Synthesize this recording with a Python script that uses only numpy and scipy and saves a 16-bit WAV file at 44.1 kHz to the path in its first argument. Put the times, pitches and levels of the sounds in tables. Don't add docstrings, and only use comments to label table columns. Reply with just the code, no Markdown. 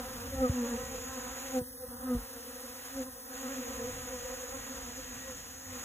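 import sys
import numpy as np
from scipy import signal
from scipy.fft import rfft, irfft
from scipy.io import wavfile
from scipy.ndimage import uniform_filter1d

SR = 44100
rng = np.random.default_rng(int(sys.argv[2]) if len(sys.argv) > 2 else 0)


def rack_gain(trim_db):
    fader = np.asarray(trim_db, float)
    return 10 ** (fader / 20)


def wav_out(sig):
    wavfile.write(sys.argv[1], SR, np.round(np.clip(np.atleast_2d(sig).T, -1, 1) * 32767).astype(np.int16))


N = 257544


def evened(x):
    return x / np.sqrt(np.mean(x ** 2) + 1e-20)


def read(points, hz):
    f, value = np.transpose(points)
    return np.interp(np.log(hz + 1), np.log(f + 1), value)


def curves(rows, t):
    s, *columns = np.transpose(rows)
    return [np.interp(t, s, c) for c in columns]


def drift(t, top_hz, count=16):
    hz = np.geomspace(top_hz / 12, top_hz, count) * rng.uniform(.9, 1.1, count)
    coarse = t[::64]
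    waves = np.sin(2 * np.pi * (hz[:, None] * coarse + rng.random((count, 1)))) / hz[:, None] ** 0.2925
    return np.interp(t, coarse, evened(waves.sum(0)))


def add(mix, s, sound):
    part = mix[round(s * SR):][:len(sound)]
    part += sound[:len(part)]


def wind_filter(t):
    # on/s, off/s, depth/dB, share felt in the middle band
    dips = [
        (-.1, 0.454, -7, 0.26),
        (1.594, 2.053, -24, 0.5),
        (2.047, 2.996, -13, 0.46),
        (3.038, 3.322, -15, 0.6),
        (5.493, 5.665, -4, 1.3),
    ]
    cut_s, hold_s, relax_s, let_go_s = 0.0057, 0.27, 1.2, 0.043
    on, off, depth_db, share = np.transpose(dips)[:, :, None]
    cut_in = 1 + np.tanh((t - on) / (cut_s * (20 / depth_db) ** 2))
    let_go = 1 - np.tanh((t - off) / let_go_s)
    relax = np.exp(-np.maximum(t - on - hold_s, 0) / relax_s)
    dip_db = depth_db * .25 * cut_in * let_go * relax
    return (share * dip_db).sum(0), dip_db.sum(0)


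def wind():
    # t/s, level/dB
    gusts = [(0.0, -57), (0.16, -57), (0.37, -48.5), (0.55, -56), (0.78, -55), (1.61, -63), (2.08, -57),
             (2.26, -68), (2.85, -64.5), (3.3, -64.5), (3.42, -61.5), (3.99, -56), (4.38, -58),
             (5.07, -57.5), (5.5, -59.5), (5.84, -59)]
    # f/Hz, level per Hz/dB
    rumble_colour = [(20, -34), (40, -1), (62, 3.5), (100, -3.5), (160, -12.5), (260, -6.5), (500, -39.5)]
    t = np.arange(N) / SR
    colour = rack_gain(read(rumble_colour, np.fft.rfftfreq(N, 1 / SR)))
    rumble, differ = irfft(rfft(rng.standard_normal((2, N))) * colour, N)
    ports = rumble + rack_gain(-20.5) * differ * np.array([[1], [-1]])
    lumpy = ports * rack_gain(1.9 * drift(t, 8.9))
    return evened(lumpy) * rack_gain(curves(gusts, t)[0] + 4.5)


def swarm():
    # t/s, level/dB, second harmonic over first/dB, brightness/dB
    crowd = [(0.0, -55, 2, 3), (0.25, -47, -2.5, -1.5), (0.53, -47.5, 1, -1), (0.78, -45, -1.5, 0),
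             (0.96, -54.5, 3, -3), (1.25, -51.5, 0, 2.5), (1.72, -57.5, 1.5, -4.5), (2.0, -47.5, -6, 5),
             (2.39, -58, 2, -3.5), (2.67, -54, 1.5, -2), (2.9, -58, -2, 2.5), (3.25, -57, 0.5, 2.5),
             (3.6, -46, -1.5, -2.5), (4.0, -52.5, 5, -3), (4.4, -56.5, 6.5, -2.5), (4.7, -52.5, -3, -0.5),
             (5.05, -54, -4, -7), (5.6, -61, 0.5, -0.5)]
    # multiple of the wingbeat, level/dB
    overtones = [(3, 5.5), (4, 5.5), (5, 5.5), (6, 2), (7, -2), (8, -26), (9, -59)]
    bees, slow = 14, 4
    layers_db = (1, 2, 1.5)
    follows, dips = 0.54, 0.53
    t = np.arange(N // slow + 1) * slow / SR
    layers = np.zeros((3, 2, len(t)))
    for centre_hz in 253 + 11 * np.linspace(-1.5, 1.5, bees):
        hz = centre_hz * (1 + .016 * drift(t, 5) + 0.011 * drift(t, 50))
        turn = 2 * np.pi * np.cumsum(hz) * slow / SR
        near = rack_gain(3.92 * drift(t, 10))
        lag = 0.37 * (drift(t, 2) - .5) * np.array([[-.5], [.5]])
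        layers[0] += near * np.cos(turn + .35 * lag)
        layers[1] += near * rack_gain(2.5 * drift(t, 9)) * np.cos(2 * turn + 1.8 * lag)
        for k, db in overtones:
            port_level = rack_gain(db + np.array([[-1.5], [1.5]]))
            layers[2] += near ** 1.29 * port_level * np.cos(k * (turn + lag) + rng.uniform(0, 6.54))
    level_db, facing_db, bright_db = curves(crowd, t)
    second_db = level_db + facing_db
    near_db = np.maximum(level_db, second_db)
    rest_db = near_db.mean()
    upper_db = bright_db + rest_db + follows * (near_db - rest_db) + dips * wind_filter(t)[0]
    mix = np.zeros((2, len(t)))
    for db, trim_db, layer in zip((level_db, second_db, upper_db), layers_db, layers):
        mix += rack_gain(db + trim_db) * evened(layer)
    return signal.resample_poly(mix, slow, 1, axis=1)[:, :N]


def air():
    # f/Hz, level per Hz/dB
    hiss_colour = [(100, -11), (380, 1), (1000, 1), (1900, 6), (2200, 0), (4000, 0), (5800, 2.5),
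                   (7700, 3.5), (8100, 2), (10800, 0), (13300, 0.5), (14200, 1.5), (15500, -1)]
    # t/s, gain/dB
    hiss_gain = [(0, 1.5), (1.3, 0.5), (1.58, 4), (1.7, 2.5), (3.2, 1.5), (4.4, 0.5), (5.6, -2.5),
                 (5.84, 1.5)]
    # f/Hz, likeness of the ports (0-1)
    likeness = [(100, 0.79), (500, 1), (1100, 0.34), (2000, 1), (3200, 0.24), (4300, 0.78), (6000, 0.94),
                (15000, 0.91)]
    # f/Hz, right over left/dB
    right_over_left = [(400, -3.5), (800, 0.5), (2000, 2.5), (2800, 1.4), (4000, 0)]
    hiss_db = -44
    centre_hz, spread_hz, chorus_db = 6728, 434, 12.87
    switch_s, switch_length_s, switch_share = 1.592, 0.01, 0.52
    port_zero_hz, port_turn_hz = 2790, 4130

    frames, hz = N // 128 + 5, np.fft.rfftfreq(512, 1 / SR)
    t = np.arange(frames) * 128 / SR
    a, b, c, d, patches = rng.standard_normal((frames, 257, 5)).T
    patches = evened(uniform_filter1d(uniform_filter1d(patches, size=6, axis=0), size=24, axis=1))
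    flicker = evened(uniform_filter1d(rng.standard_normal(frames), size=5))
    insects = rack_gain(chorus_db) * np.exp(-.5 * ((hz - centre_hz) / spread_hz) ** 2)
    colour = np.hypot(rack_gain(read(hiss_colour, hz)), insects)

    top = curves(hiss_gain, t)[0]
    middle, chorus = wind_filter(t)
    middle = middle + 2 + .5 * top
    chorus = chorus - 1 + .5 * top
    dip_hz = [300, 1900, 2150, 4200, 5600, 6400, 7100, 7850, 8050]
    dip_db = np.array([np.interp(hz, dip_hz, [1.0 * m, 0.93 * m, 1.51 * m, 0.76 * m, 0.47 * m,
                                              0.62 * k, 0.9 * k, 0.63 * k, p])
                       for m, k, p in zip(middle, chorus, top)]).T

    same = np.clip(read(likeness, hz), 0, 1)[:, None]
    snap = np.exp(-((t - switch_s) / switch_length_s) ** 2)
    same = same * (1 - switch_share * (hz < 7900)[:, None] * snap)
    turns = np.interp(hz, [885, 2180, 2650, 4486], [0.069, 0.33, 0.06, .48])
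    turns = np.maximum((hz - port_zero_hz) / port_turn_hz, turns)
    left = a + 1j * b
    right = same * left * np.exp(-2j * np.pi * turns)[:, None] + np.sqrt(1 - same ** 2) * (c + 1j * d)
    z = np.array([left, right * rack_gain(read(right_over_left, hz))[:, None]]) * colour[:, None]
    rest = np.sqrt(np.mean(signal.istft(z[0], nperseg=512, noverlap=384)[1] ** 2))
    sway = drift(np.arange(N) / SR, 6)[np.minimum(np.arange(frames) * 128, N - 1)]
    z = z * rack_gain(dip_db + 0.58 * patches + 0.57 * flicker + 0.25 * (hz < 4500)[:, None] * sway)
    return rack_gain(hiss_db) / rest * signal.istft(z, nperseg=512, noverlap=384)[1][:, :N]


def whine():
    t = np.arange(N) / SR
    turn = 2 * np.pi * np.cumsum(1912 * (1 + 0.0042 * drift(t, 12))) / SR
    level = rack_gain(-63.5 + 3.7 * drift(t, 10) + 1.4 * wind_filter(t)[0])
    return level * np.array([1.5 * np.sin(turn + 0.47), 0.81 * np.sin(turn)])


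def moans():
    # t/s, length/s, f/Hz, level/dB
    gap_tones = [
        (0.143, 0.31, 94.5, -49),
        (3.778, 0.26, 118, -55),
        (5.643, 0.12, 99, -52),
    ]
    out = np.zeros(N)
    for s, length, hz, db in gap_tones:
        t = np.arange(0, length, 1 / SR)
        turn = 2 * np.pi * np.cumsum(hz * (1 + 0.056 * drift(t, 14.6))) / SR
        add(out, s, np.sqrt(2) * rack_gain(db) * np.hanning(len(t)) ** 0.22 * np.sin(turn))
    return out


def passes():
    # nearest t/s, wingbeat level/dB, wingbeat f/Hz, approach/s, second harmonic over first/dB
    fly_bys = [(.345, -49, 269.4, .03, 5), (.446, -28, 254.4, .045, -2), (0.611, -32.5, 243, .09, -8.5),
               (.735, -35, 235, .05, -7.5), (.81, -55.5, 247, 0.038, 13), (0.944, -52, 260, 0.046, 9.5),
               (1.185, -43.5, 247.3, 0.028, -1.5), (1.58, -30.5, 255.2, 0.042, -3),
               (1.84, -57.5, 255, 0.031, 14), (2.136, -29, 246.5, 0.052, -9.5),
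               (2.645, -50, 255, 0.038, -5), (3.006, -36, 260.8, 0.047, -6), (3.084, -44, 260.5, 0.026, -4),
               (3.465, -40.5, 256, .04, -5), (3.591, -43, 255.7, 0.065, -2), (3.71, -47.5, 259, 0.052, 1),
               (3.85, -53, 248, .06, 11), (4.154, -50, 253.2, 0.063, 6.5), (4.259, -52.5, 256.8, 0.029, 8),
               (4.441, -54.5, 249.4, 0.044, 6), (4.711, -49, 258.3, 0.041, -3),
               (4.995, -48, 258.2, 0.026, -1.5), (5.3, -54.5, 258, 0.055, 8), (5.76, -47.5, 250, .09, -7)]
    # multiple of the wingbeat, level against the third/dB
    overtones = [(3, 1), (4, -1.5), (5, 0.5), (6, -8), (7, -7.5), (8, -8)]
    fall_db, leave = 26, 0.55
    glide = 0.0418
    out = np.zeros((2, N))
    for s, near_db, near_hz, approach, second_db in fly_bys:
        t = np.arange(s - 3 * approach, s + 2.5 * approach, 1 / SR)
        away = (t - s) / approach / np.where(t > s, leave, 1)
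        hz = near_hz * (1 - glide * np.tanh(away))
        beat_db = near_db - fall_db * np.log10(1 + away ** 2)
        turn = 2 * np.pi * np.cumsum(hz * (1 + 0.008 * drift(t, 60))) / SR
        lag = .16 * drift(t, 4) * np.array([[-1], [1]])
        upper = np.zeros((2, len(t)))
        for k, db in overtones:
            upper += rack_gain(db + 6.0 * drift(t, 12)) * np.cos(k * (turn + lag + 0.21 + 0.038 * drift(t, 80)))
        beam_db = second_db + 2 * np.tanh(away) + 2.1 * drift(t, 25)
        second = rack_gain(beam_db) * np.cos(2 * turn + lag + 0.42)
        third_level = rack_gain(-17 + .5 * second_db)
        wave = rack_gain(beat_db) * (np.cos(turn + .15 * lag) + second + third_level * upper)
        for port, sound in zip(out, wave):
            add(port, t[0], -np.sqrt(2) * sound * signal.windows.tukey(len(t), .3))
    return out


def bumps():
    # t/s, peak level/dB, start f/Hz, end f/Hz, t60/s
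    blows = [
        (0.357, -33, 120, 59.6, 0.13),
        (0.387, -33, 111, 55, 0.13),
        (0.4955, -19.5, 179, 70, 0.073),
        (.835, -37.5, 170, 62, 0.088),
        (1.611, -31.5, 333, 69.6, 0.056),
        (1.781, -54, 100, 55, 0.073),
        (2.15, -24, 156, 69.5, 0.024),
        (2.162, -30, 109, 46.5, 0.15),
        (2.208, -45, 100, 55.4, 0.14),
    ]
    puff_db, puff_hz, puff_longer = -10, 153, 1.6
    out, t = np.zeros(N), np.arange(SR // 4) / SR
    b, a = signal.butter(2, [30, puff_hz], "band", fs=SR)
    for s, db, start_hz, end_hz, t60 in blows:
        hz = end_hz + (start_hz - end_hz) * np.exp(-t / 0.0047)
        swing = np.sin(2 * np.pi * np.cumsum(hz) / SR)
        puff = evened(signal.lfilter(b, a, rng.standard_normal(len(t))))
        blow = rack_gain(-60 * t / t60) * swing + rack_gain(puff_db - 7 - 60 * t / (t60 * puff_longer)) * puff
        add(out, s, rack_gain(db + 3) * (1 - np.exp(-t / 0.0018)) * blow)
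    return out


def scene():
    return wind() + swarm() + air() + whine() + moans() + passes() + bumps()


def thin_stereo(x):
    bands = [0, 28, *range(40, 96, 8),
             96, 108, 120, 132, 144, 160, 176, 196, 216, 240, 264, 292, *range(320, 737, 32)]
    # f/Hz, level under its partner where mid or side is dropped/dB
    drop_under = [(300, 27), (2000, 18), (3500, 8), (4300, 5.5), (5200, 7), (15000, 7)]
    # from t/s, to t/s, up to f/Hz
    mono_spans = [(0, .11, 720), (.23, .87, 660), (1.56, 1.71, 260), (1.99, 2.25, 680), (2.36, 2.39, 600),
                  (2.45, 2.69, 700), (2.92, 3.03, 720), (3.09, 3.24, 720), (3.35, 3.64, 680),
                  (3.71, 4.18, 640), (4.68, 4.72, 350), (5.09, 5.16, 200)]
    frame_offset, last_line = 656, 723
    ragged_hz = 40
    quiet_db = [-91.3, -93.5]
    pad = 1024 - frame_offset
    pair = np.pad([x[0] + x[1], x[0] - x[1]], ((0, 0), (pad, 2048))) / 2
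    window = np.sin(np.pi * (np.arange(2048) + .5) / 2048)
    shape = dict(window=window, nperseg=2048, noverlap=1024)
    hz, t, z = signal.stft(pair, SR, **shape)
    s, edge_hz = t - pad / SR, ragged_hz * rng.standard_normal(len(t))
    for start, end, top_hz in mono_spans:
        z[1][(hz[:, None] < top_hz + edge_hz) & (s > start - .015) & (s < end + .015)] = 0
    start, end, top_hz, share = 1.7, 3.4, 900, .45
    chance = rng.random((len(t), 16)).T[np.minimum(np.arange(len(hz)) // 4, 15)]
    z[1][(chance < share) & (hz[:, None] < top_hz) & (s > start) & (s < end)] = 0
    power = uniform_filter1d(uniform_filter1d(abs(z) ** 2, size=6, axis=1), size=2, axis=2)
    faint = power < rack_gain(quiet_db)[:, None, None] ** 2
    z[faint & (hz > 2000)[:, None]] = 0
    z[:, last_line:] = 0
    for lo, hi in zip(bands, bands[1:]):
        size = np.sqrt((abs(z[:, lo:hi]) ** 2).sum(1))
        margin = rack_gain(read(drop_under, (lo + hi) * SR / 4096))
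        z[:, lo:hi] *= (size * margin > size[::-1])[:, None]
    mid, side = signal.istft(z, **shape)[1][:, pad:pad + N]
    return np.array([mid + side, mid - side])


def band_limit(x):
    return signal.sosfilt(signal.butter(12, 16830, fs=SR, output="sos"), x)


def record(dry):
    limited = .17 * np.tanh(dry / .17)
    return band_limit(thin_stereo(limited))


dry = scene()
out = record(dry)
wav_out(out)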